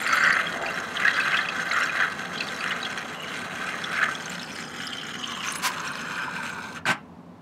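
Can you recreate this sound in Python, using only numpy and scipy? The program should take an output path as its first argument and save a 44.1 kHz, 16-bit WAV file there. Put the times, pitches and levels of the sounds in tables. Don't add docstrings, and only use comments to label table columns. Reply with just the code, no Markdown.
import sys
import numpy as np
from scipy import signal
from scipy.fft import rfft, irfft, next_fast_len
from scipy.io import wavfile

SR = 44100
rng = np.random.default_rng(int(sys.argv[2]) if len(sys.argv) > 2 else 0)


def unload_wav(signal):
    wavfile.write(
        sys.argv[1],
        SR,
        np.round(np.clip(np.atleast_2d(signal).T, -1, 1) * 32767).astype(np.int16),
    )


N = 326781
STEP = 16


def from_db(db):
    return 10 ** (np.asarray(db) / 20)


def rms_one(x):
    return x / np.sqrt(np.mean(x ** 2) + 1e-20)


def in_time(rows):
    t, *columns = np.transpose(rows)
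    now = np.arange(N) / SR
    return [np.interp(now, t, column, left=-120, right=-120) for column in columns]


def step_to_samples(control):
    return np.interp(np.arange(N) / STEP, np.arange(len(control)), control)


def at_hz(points, hz):
    f, level = np.transpose(points)
    octaves_outside = np.abs(np.log2((hz + 1) / np.clip(hz + 1, f[0], f[-1])))
    return np.interp(np.log(hz + 1), np.log(f), level) - 30 * octaves_outside


def coloured(spectrum):
    size = next_fast_len(N)
    hz = np.arange(size // 2 + 1) * SR / size
    white = rfft(rng.standard_normal(size))
    return rms_one(irfft(white * from_db(at_hz(spectrum, hz)), size)[:N])


def drift(rate_hz):
    r = np.exp(-2 * np.pi * rate_hz * STEP / SR)
    chance = rng.standard_normal(N // STEP + 3002)
    return rms_one(signal.lfilter([1], [1, -2 * r, r * r], chance)[3000:])


def resonance(x, hz, width_hz):
    r = np.exp(-np.pi * width_hz / SR)
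    poles = [1, -2 * r * np.cos(2 * np.pi * hz / SR), r * r]
    return signal.lfilter([(1 - r * r) / 2, 0, (r * r - 1) / 2], poles, x)


# f/Hz, relative level/dB
FAN_SPECTRUM = [(13, -72), (22, -41.5), (59, -47), (84, -10), (102, -10), (121, -53), (163, -7.5),
                (215, -8.5), (246, -4), (315, -16), (1020, -18.5), (1460, -29.5), (15500, -61.5)]
# f/Hz, width/Hz, level/dB
FAN_HUMS = [(91.6, 26, -61.5), (175.3, 12, -52), (242.5, 8.6, -54)]


def fan():
    hums = [from_db(db) * rms_one(resonance(rng.standard_normal(N), hz, width_hz))
            for hz, width_hz, db in FAN_HUMS]
    return from_db(-46.5) * coloured(FAN_SPECTRUM) + sum(hums)


def room(x):
    t60_s, level_db = 0.23, -15.5
    t = np.arange(round(.4 * SR)) / SR
    dull = signal.lfilter([1], [1, -1.4, .49], rng.standard_normal(len(t)))
    tail = dull * from_db(-60 * t / t60_s) * (t > .006)
    return from_db(level_db) * signal.fftconvolve(x, tail / np.sqrt(np.sum(tail ** 2)))[:N]


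# f/Hz, relative level/dB
DRONE_SPECTRUM = [(70, -22.5), (160, 3.5), (260, 0.5), (340, -9.5)]


def drone():
    flame_out_s = FLAME_LEVEL[-1][0]
    lit = np.clip((flame_out_s - np.arange(N) / SR) / .03 + 1, 0, 1)
    return from_db(-46.5) * lit * coloured(DRONE_SPECTRUM)


# start t/s, end t/s, start f/Hz, end f/Hz, width/Hz
HOLLOWS = [(0, 4.2, 940, 920, 70), (0, 2.7, 2290, 2290, 130), (0, 5.3, 3600, 3680, 160),
           (4.4, 5.3, 656, 615, 90), (4.6, 5.45, 2860, 2390, 129), (5.75, 6.8, 2040, 1800, 150)]


def hollowed(x, depth):
    out = x.copy()
    for start, end, from_hz, to_hz, width_hz in HOLLOWS:
        a, b = round(start * SR), round(end * SR)
        turn = np.exp(2j * np.pi * np.cumsum(np.linspace(from_hz, to_hz, b - a)) / SR)
        r = np.exp(-np.pi * width_hz / SR)
        at_zero = signal.lfilter([1 - r], [1, -r], out[a:b] / turn)
        band = 2 * np.real(at_zero * turn)
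        out[a:b] -= depth * band * signal.windows.tukey(b - a, .1)
    return out


def echoes(x, taps):
    size = next_fast_len(N + 1000)
    turn_per_ms = -2j * np.pi * np.arange(size // 2 + 1) * SR / size / 1000
    reflections = sum(share * np.exp(turn_per_ms * ms) for ms, share in taps)
    return irfft(rfft(x, size) * (1 + reflections), size)[:N]


# (delay/ms, share; negative = inverted)
PLACES = [(0, [(0.435, 0.11), (0.947, 0.098), (1.096, -0.075), (1.26, 0.027), (1.492, 0.19)]),
          (.55, [(0.391, -0.12), (1.161, -0.063), (1.346, -0.031), (1.547, 0.13), (1.63, -0.1),
          (2.467, 0.11), (3.468, -0.12)]), (4.25, [(0.618, 0.091), (1.776, -0.14)]), (4.72, [(0.583, 0.37),
          (1.131, -0.18), (1.791, -0.3), (1.919, -0.11), (2.096, -0.15), (3.255, -0.26)]),
          (5.5, [(0.671, 0.14), (0.778, 0.23), (1.311, -0.088), (1.97, 0.019)])]


def bench(x):
    t, out, left = np.arange(N) / SR, np.zeros(N), np.ones(N)
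    for arrival, taps in PLACES[::-1]:
        arrived = np.clip((t - arrival) / 0.18 + 1, 0, 1) * left
        out += arrived * echoes(x, taps)
        left = left - arrived
    return out


# t/s, level/dB
RUMBLE_LEVEL = [(0.0, -39), (.7, -39), (3.98, -41), (5.3, -46.5), (5.68, -41.5), (6.78, -46.5), (6.82, -61)]
# f/Hz, relative level/dB
RUMBLE_SPECTRUM = [(280, -4), (400, -2), (600, 1), (850, 0), (1200, 0.5)]


def rumble():
    level_db, = in_time(RUMBLE_LEVEL)
    return from_db(level_db - 0.26) * coloured(RUMBLE_SPECTRUM)


# start t/s, end t/s, start f/Hz, end f/Hz, width/Hz, level/dB before fades
WHISTLES = [(0.502, 0.72, 650, 710, 330, -36.5), (.04, 0.34, 4650, 4500, 340, -41.5),
            (3.135, 3.351, 2870, 2950, 230, -44.5), (4.56, 5.7, 3214, 2850, 300, -46.5),
            (4.86, 5.302, 5300, 4900, 300, -59), (5.05, 5.4, 6900, 6100, 230, -53),
            (5.1, 6.07, 1150, 1000, 190, -42), (6.002, 6.789, 1030, 950, 200, -44.5),
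            (5.9, 6.79, 1500, 1450, 240, -41), (5.75, 6.795, 2520, 2300, 210, -47.5),
            (5.75, 6.3, 3050, 3150, 220, -50.5), (5.9, 6.35, 5100, 5100, 220, -57),
            (6.2, 6.79, 3850, 3750, 230, -58), (4.25, 4.9, 5300, 5000, 300, -54.5)]


def whistles():
    out = np.zeros(N)
    for start, end, from_hz, to_hz, width_hz, db in WHISTLES:
        a, b = round(start * SR), round(end * SR)
        r = np.exp(-np.pi * width_hz / SR)
        slow = signal.lfilter([1], [1, -2 * r, r * r], rng.standard_normal((2, b - a)))
        phase = 2 * np.pi * np.cumsum(np.linspace(from_hz, to_hz, b - a)) / SR
        band = rms_one(slow[0] * np.cos(phase) + slow[1] * np.sin(phase))
        out[a:b] += from_db(db) * band * signal.windows.tukey(b - a, .4)
    beads = from_db(3.0 * drift(60))
    return out * step_to_samples(beads)


# start t/s, level/dB, rise time constant/s, shut t/s, fall/(dB per s)
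PUFFS = [(5.614, -22, 0.016, 5.672, 700), (6.853, -21, 0.0082, 6.915, 700)]
# f/Hz, relative level/dB
PUFF_SPECTRA = [
    [(180, -62), (300, -27), (592, -21), (653, -22), (1000, -4), (1250, -7), (1330, -7.5), (3540, -14),
     (5720, -14.5), (15700, -29.5)],
    [(59, -51), (100, -9), (156, -3.5), (543, -23.5), (591, -11.5), (1440, -4), (1560, -5.5), (2600, -10),
     (6320, -28), (7330, -22.5), (15700, -48)],
]
# f/Hz, level/dB, T60/s
CLICK_MODES = [(1570, -10.5, 0.018), (4570, -23, .01)]


def valves():
    now, out = np.arange(N) / SR, 0
    for (start, db, rise_s, shut, fall), spectrum in zip(PUFFS, PUFF_SPECTRA):
        opening = (1 - np.exp(-np.maximum(now - start, 0) / rise_s)) ** 2
        level_db = db - fall * np.maximum(now - shut, 0)
        out = out + opening * from_db(level_db) * coloured(spectrum)
    t = np.maximum(now - 6.8543, 0)
    swell = 1 - np.exp(-t / 0.00089)
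    for hz, db, t60 in CLICK_MODES:
        out = out + from_db(db - 60 * t / t60) * swell * np.sin(2 * np.pi * hz * t)
    return out


BLOCK_RINGS = [1310, 1650, 1950, 2520, 3280, 4020, 4550, 5500, 6400, 7200, 9200, 10200, 11700, 12700]


def favoured(hz, s):
    swung_aside_s = 4.2
    if s >= swung_aside_s:
        return hz
    return min(BLOCK_RINGS, key=lambda ring: abs(np.log(ring / hz)))


# start t/s, end t/s, rate/(1 per s), middle peak level/dB, low f/Hz, high f/Hz
SPUTTER = [(0, .36, 60, -34.5, 4000, 13000), (.36, 1.1, 20, -35.5, 2300, 8000),
           (1.1, 1.5, 90, -28.5, 2300, 4350), (1.68, 1.86, 80, -34.5, 3550, 8080),
           (2.33, 2.901, 60, -33.5, 2300, 5540), (3.15, 3.35, 40, -42.5, 6000, 14000),
           (3.35, 4.2, 20, -37, 2290, 8000), (4.2, 4.56, 35, -37.5, 3050, 9200),
           (4.6, 5.45, 25, -30.5, 2850, 3250), (4.6, 5.412, 45, -38.5, 4900, 7800),
           (5.45, 5.57, 90, -31.5, 5450, 10700)]


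def sputter():
    slot_s, spread_db = .002, 0.5
    when = np.arange(0, N / SR, slot_s)
    draws = rng.random((len(SPUTTER), len(when), 3))
    rows = []
    for (start, end, per_s, db, low_hz, high_hz), spell in zip(SPUTTER, draws):
        for s, (chance, size, pitch) in zip(when, spell):
            if start <= s < end and chance < per_s * slot_s:
                hz = low_hz * (high_hz / low_hz) ** pitch
                rows.append((s, db + spread_db * 2 * (size - .5), favoured(hz, s)))
    return rows


# t/s, peak level/dB of the main ring before the common gain, f/Hz
LOUD_SPITS = [(0.0408, -32, 7150), (0.0705, -27, 4240), (0.0733, -32, 9150), (0.126, -22.5, 6160),
              (0.127, -12.5, 1310), (0.135, -19, 1280), (0.1371, -36, 12400), (0.1598, -33, 9700),
              (0.2335, -9.5, 1610), (0.236, -24, 5520), (0.2725, -11, 1884), (0.3028, -8, 1830),
              (0.3238, -24.5, 4600), (0.4668, -23, 3300), (0.6605, -19, 2450), (0.6856, -23.5, 2700),
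              (0.9674, -16.5, 3270), (1.0342, -18, 2020), (1.0487, -9, 1670), (1.0674, -13, 1830),
              (1.078, -9, 1880), (1.142, -23.5, 4020), (1.1837, -12.5, 1630), (1.2004, -16.5, 2420),
              (1.3281, -16, 2150), (1.3418, -15.5, 2520), (1.3687, -15.5, 3340), (1.3863, -11.5, 1780),
              (1.4853, -16.5, 2620), (1.7106, -13, 2140), (1.7132, -20.5, 3970), (1.733, -29, 7300),
              (1.8346, -29, 5470), (1.8931, -18, 2460), (2.0, -14.5, 1610), (2.0202, -15, 1690),
              (2.3751, -24, 3260), (2.4035, -17, 2500), (2.4054, -19.5, 4130), (2.4845, -19.5, 3740),
              (2.6059, -21.5, 2465), (2.7065, -19, 2860), (2.7168, -17.5, 1980), (2.8275, -22.5, 3900),
              (2.849, -22, 3270), (3.838, -19, 3410), (4.0144, -11.5, 1570), (4.0286, -11, 1740),
              (4.0814, -19, 1220), (4.15, -23, 3420), (4.2552, -25.5, 6260), (4.2955, -28, 7100),
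              (4.3931, -26, 3740), (4.4287, -28.5, 5250), (4.8684, -22, 5130), (4.9302, -23, 3160),
              (4.9816, -28, 3100), (5.237, -22, 3020), (5.2726, -29, 6130), (5.403, -23, 2850),
              (5.4276, -26, 2880), (5.4705, -26, 5940), (5.4866, -23.5, 6120), (5.52, -26, 9200),
              (5.5805, -30, 10600), (5.6709, -27, 10600), (5.8737, -27, 5680), (5.9154, -35, 9000),
              (6.1875, -24.5, 1490), (6.279, -24.5, 1000)]


def spits(swell_s, fade_s, width_hz, rise, gain_db, crack_db):
    length, second_ring_db = 1500, -12
    out, t = np.zeros(N + length), np.arange(length) / SR
    gas, octaves = rng.standard_normal(N + length), rng.uniform(-1, 1, N)
    envelope = np.exp(-t / fade_s) * (1 - np.exp(-t / swell_s))
    for s, db, hz in LOUD_SPITS + sputter():
        at = round(s * SR)
        puff = gas[at:at + length] * envelope
        second_hz = favoured(np.clip(hz * 2 ** octaves[at], 1100, 14000), s)
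        for level_db, ring_hz in (db, hz), (db + second_ring_db, second_hz):
            width = width_hz * (ring_hz / 3000) ** rise
            ring = resonance(resonance(puff, ring_hz, width), ring_hz, 2 * width)
            crack = resonance(resonance(puff, ring_hz, ring_hz / 2), ring_hz, ring_hz)
            sound = ring / np.max(np.abs(ring)) + from_db(crack_db) * crack / np.max(np.abs(crack))
            out[at:at + length] += from_db(level_db + gain_db) * sound
    return out[:N]


# t/s, factor on its flutter
UNREST = [(0, 0.97), (.6, 0.95), (4.2, 1.07), (5.55, 1.5), (5.75, 1.12), (7.41, 0.86)]


def turbulent(spectrum, together, flutter_db, own_db, per_s, kick_db, fade_s, reach):
    noise, steps, bands = coloured(spectrum), N // STEP + 2, 18
    unrest = np.interp(np.arange(steps) * STEP / SR, *np.transpose(UNREST))
    edges = np.geomspace(spectrum[0][0], spectrum[-1][0], num=bands + 1)
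    kick = from_db(kick_db * np.minimum(rng.exponential(1, steps), 2.5))
    born = (rng.random(steps) < per_s * STEP / SR) * kick
    centre, fade = rng.uniform(0, bands, steps), np.exp(-STEP / SR / fade_s)
    out = np.zeros(N)
    for k in range(bands):
        eddies = signal.lfilter([1], [1, -fade], born * np.exp(-((k - centre) / reach) ** 2))
        flutter = from_db(unrest * (flutter_db * together + own_db * drift(21)))
        gain = flutter * (1 + unrest * eddies)
        band_filter = signal.butter(2, edges[k:k + 2], "band", fs=SR, output="sos")
        band = signal.sosfilt(band_filter, noise)
        out += band * step_to_samples(gain) * (-1) ** k
    return rms_one(out)


def neck(jet, waver_db):
    spacing_hz, width_hz, share = 1063, 200, 1.1
    picked = np.zeros(N)
    for k in range(4, 15):
        swell = from_db(waver_db * step_to_samples(drift(1.9)))
        picked += swell * resonance(jet, k * spacing_hz, width_hz)
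    return rms_one(jet + share * picked)


# t/s, level/dB
FLAME_LEVEL = [(0.0, -27), (0.31, -18.5), (0.51, -31), (0.69, -29), (0.9, -35), (1.07, -23), (1.12, -27.5),
               (1.29, -26), (1.39, -23), (1.45, -28.5), (1.7, -30), (1.76, -20.5), (1.89, -29.5),
               (2.01, -25), (2.11, -36), (2.42, -34.5), (2.55, -38), (2.66, -29.5), (2.85, -35),
               (3.1, -38.5), (3.82, -34.5), (4.04, -26), (4.12, -35), (4.43, -41.5), (5.55, -39),
               (5.73, -40), (5.77, -34), (5.85, -37), (6.314, -34), (6.748, -47.5), (6.778, -35),
               (6.805, -66)]
# t/s, level/dB
JET_LEVEL = [(0, -41), (.33, -42), (.5, -42), (1.8, -42.5), (3.1, -45), (4.15, -42), (5.16, -47.5),
             (5.54, -40.5), (5.61, -44), (5.85, -44), (6.78, -46.5), (6.805, -63)]
# f/Hz, relative level/dB
ROAR_SPECTRUM = [(500, -7), (900, -15.5), (1200, 1.5), (1600, 8), (2100, 1.5), (2600, -50.5), (4000, -76)]
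SPIT_SPECTRUM = [(1500, 0.5), (2300, 19), (3000, 13.5), (4000, 7), (5000, -13), (7000, -32), (12000, -8.5)]
HISS_SPECTRUM = [(3000, 7), (5000, 0), (6500, 0), (8000, -2.5), (10000, -10.5), (12500, -17.5),
                 (17000, -21)]


def flame():
    roar_db, = in_time(FLAME_LEVEL)
    jet_db, = in_time(JET_LEVEL)
    spit_db = np.minimum(-37 + 0.54 * (roar_db + 30), roar_db + 20)
    spit_db = spit_db - 2.5 * (np.arange(N) / SR > PUFFS[0][0])
    shake = drift(9.9) + 1.71 * drift(147)
    roar = turbulent(ROAR_SPECTRUM, shake, flutter_db=1.49, own_db=1.25, per_s=36, kick_db=5.0,
                     fade_s=0.0021, reach=4.2)
    spit = turbulent(SPIT_SPECTRUM, shake, flutter_db=2.0, own_db=1.4, per_s=140, kick_db=3.8,
                     fade_s=.004, reach=1.2)
    jet = turbulent(HISS_SPECTRUM, shake, flutter_db=1.4, own_db=1.3, per_s=70, kick_db=4.0,
                    fade_s=.004, reach=2.0)
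    hiss = neck(jet, waver_db=3.0)
    return from_db(roar_db - 1.5) * roar + from_db(spit_db) * spit + from_db(jet_db - 2.5) * hiss


def scene():
    single = spits(swell_s=0.0014, fade_s=0.0042, width_hz=258, rise=0.64, gain_db=-1.0, crack_db=-13)
    torch = bench(flame() + rumble()) + single + whistles() + valves()
    return (hollowed(torch + room(torch), depth=0.73) + drone() + fan())[None]


def record(dry):
    return signal.sosfilt(signal.ellip(14, .5, 80, 15700, fs=SR, output="sos"), dry)


dry = scene()
out = record(dry)
unload_wav(out)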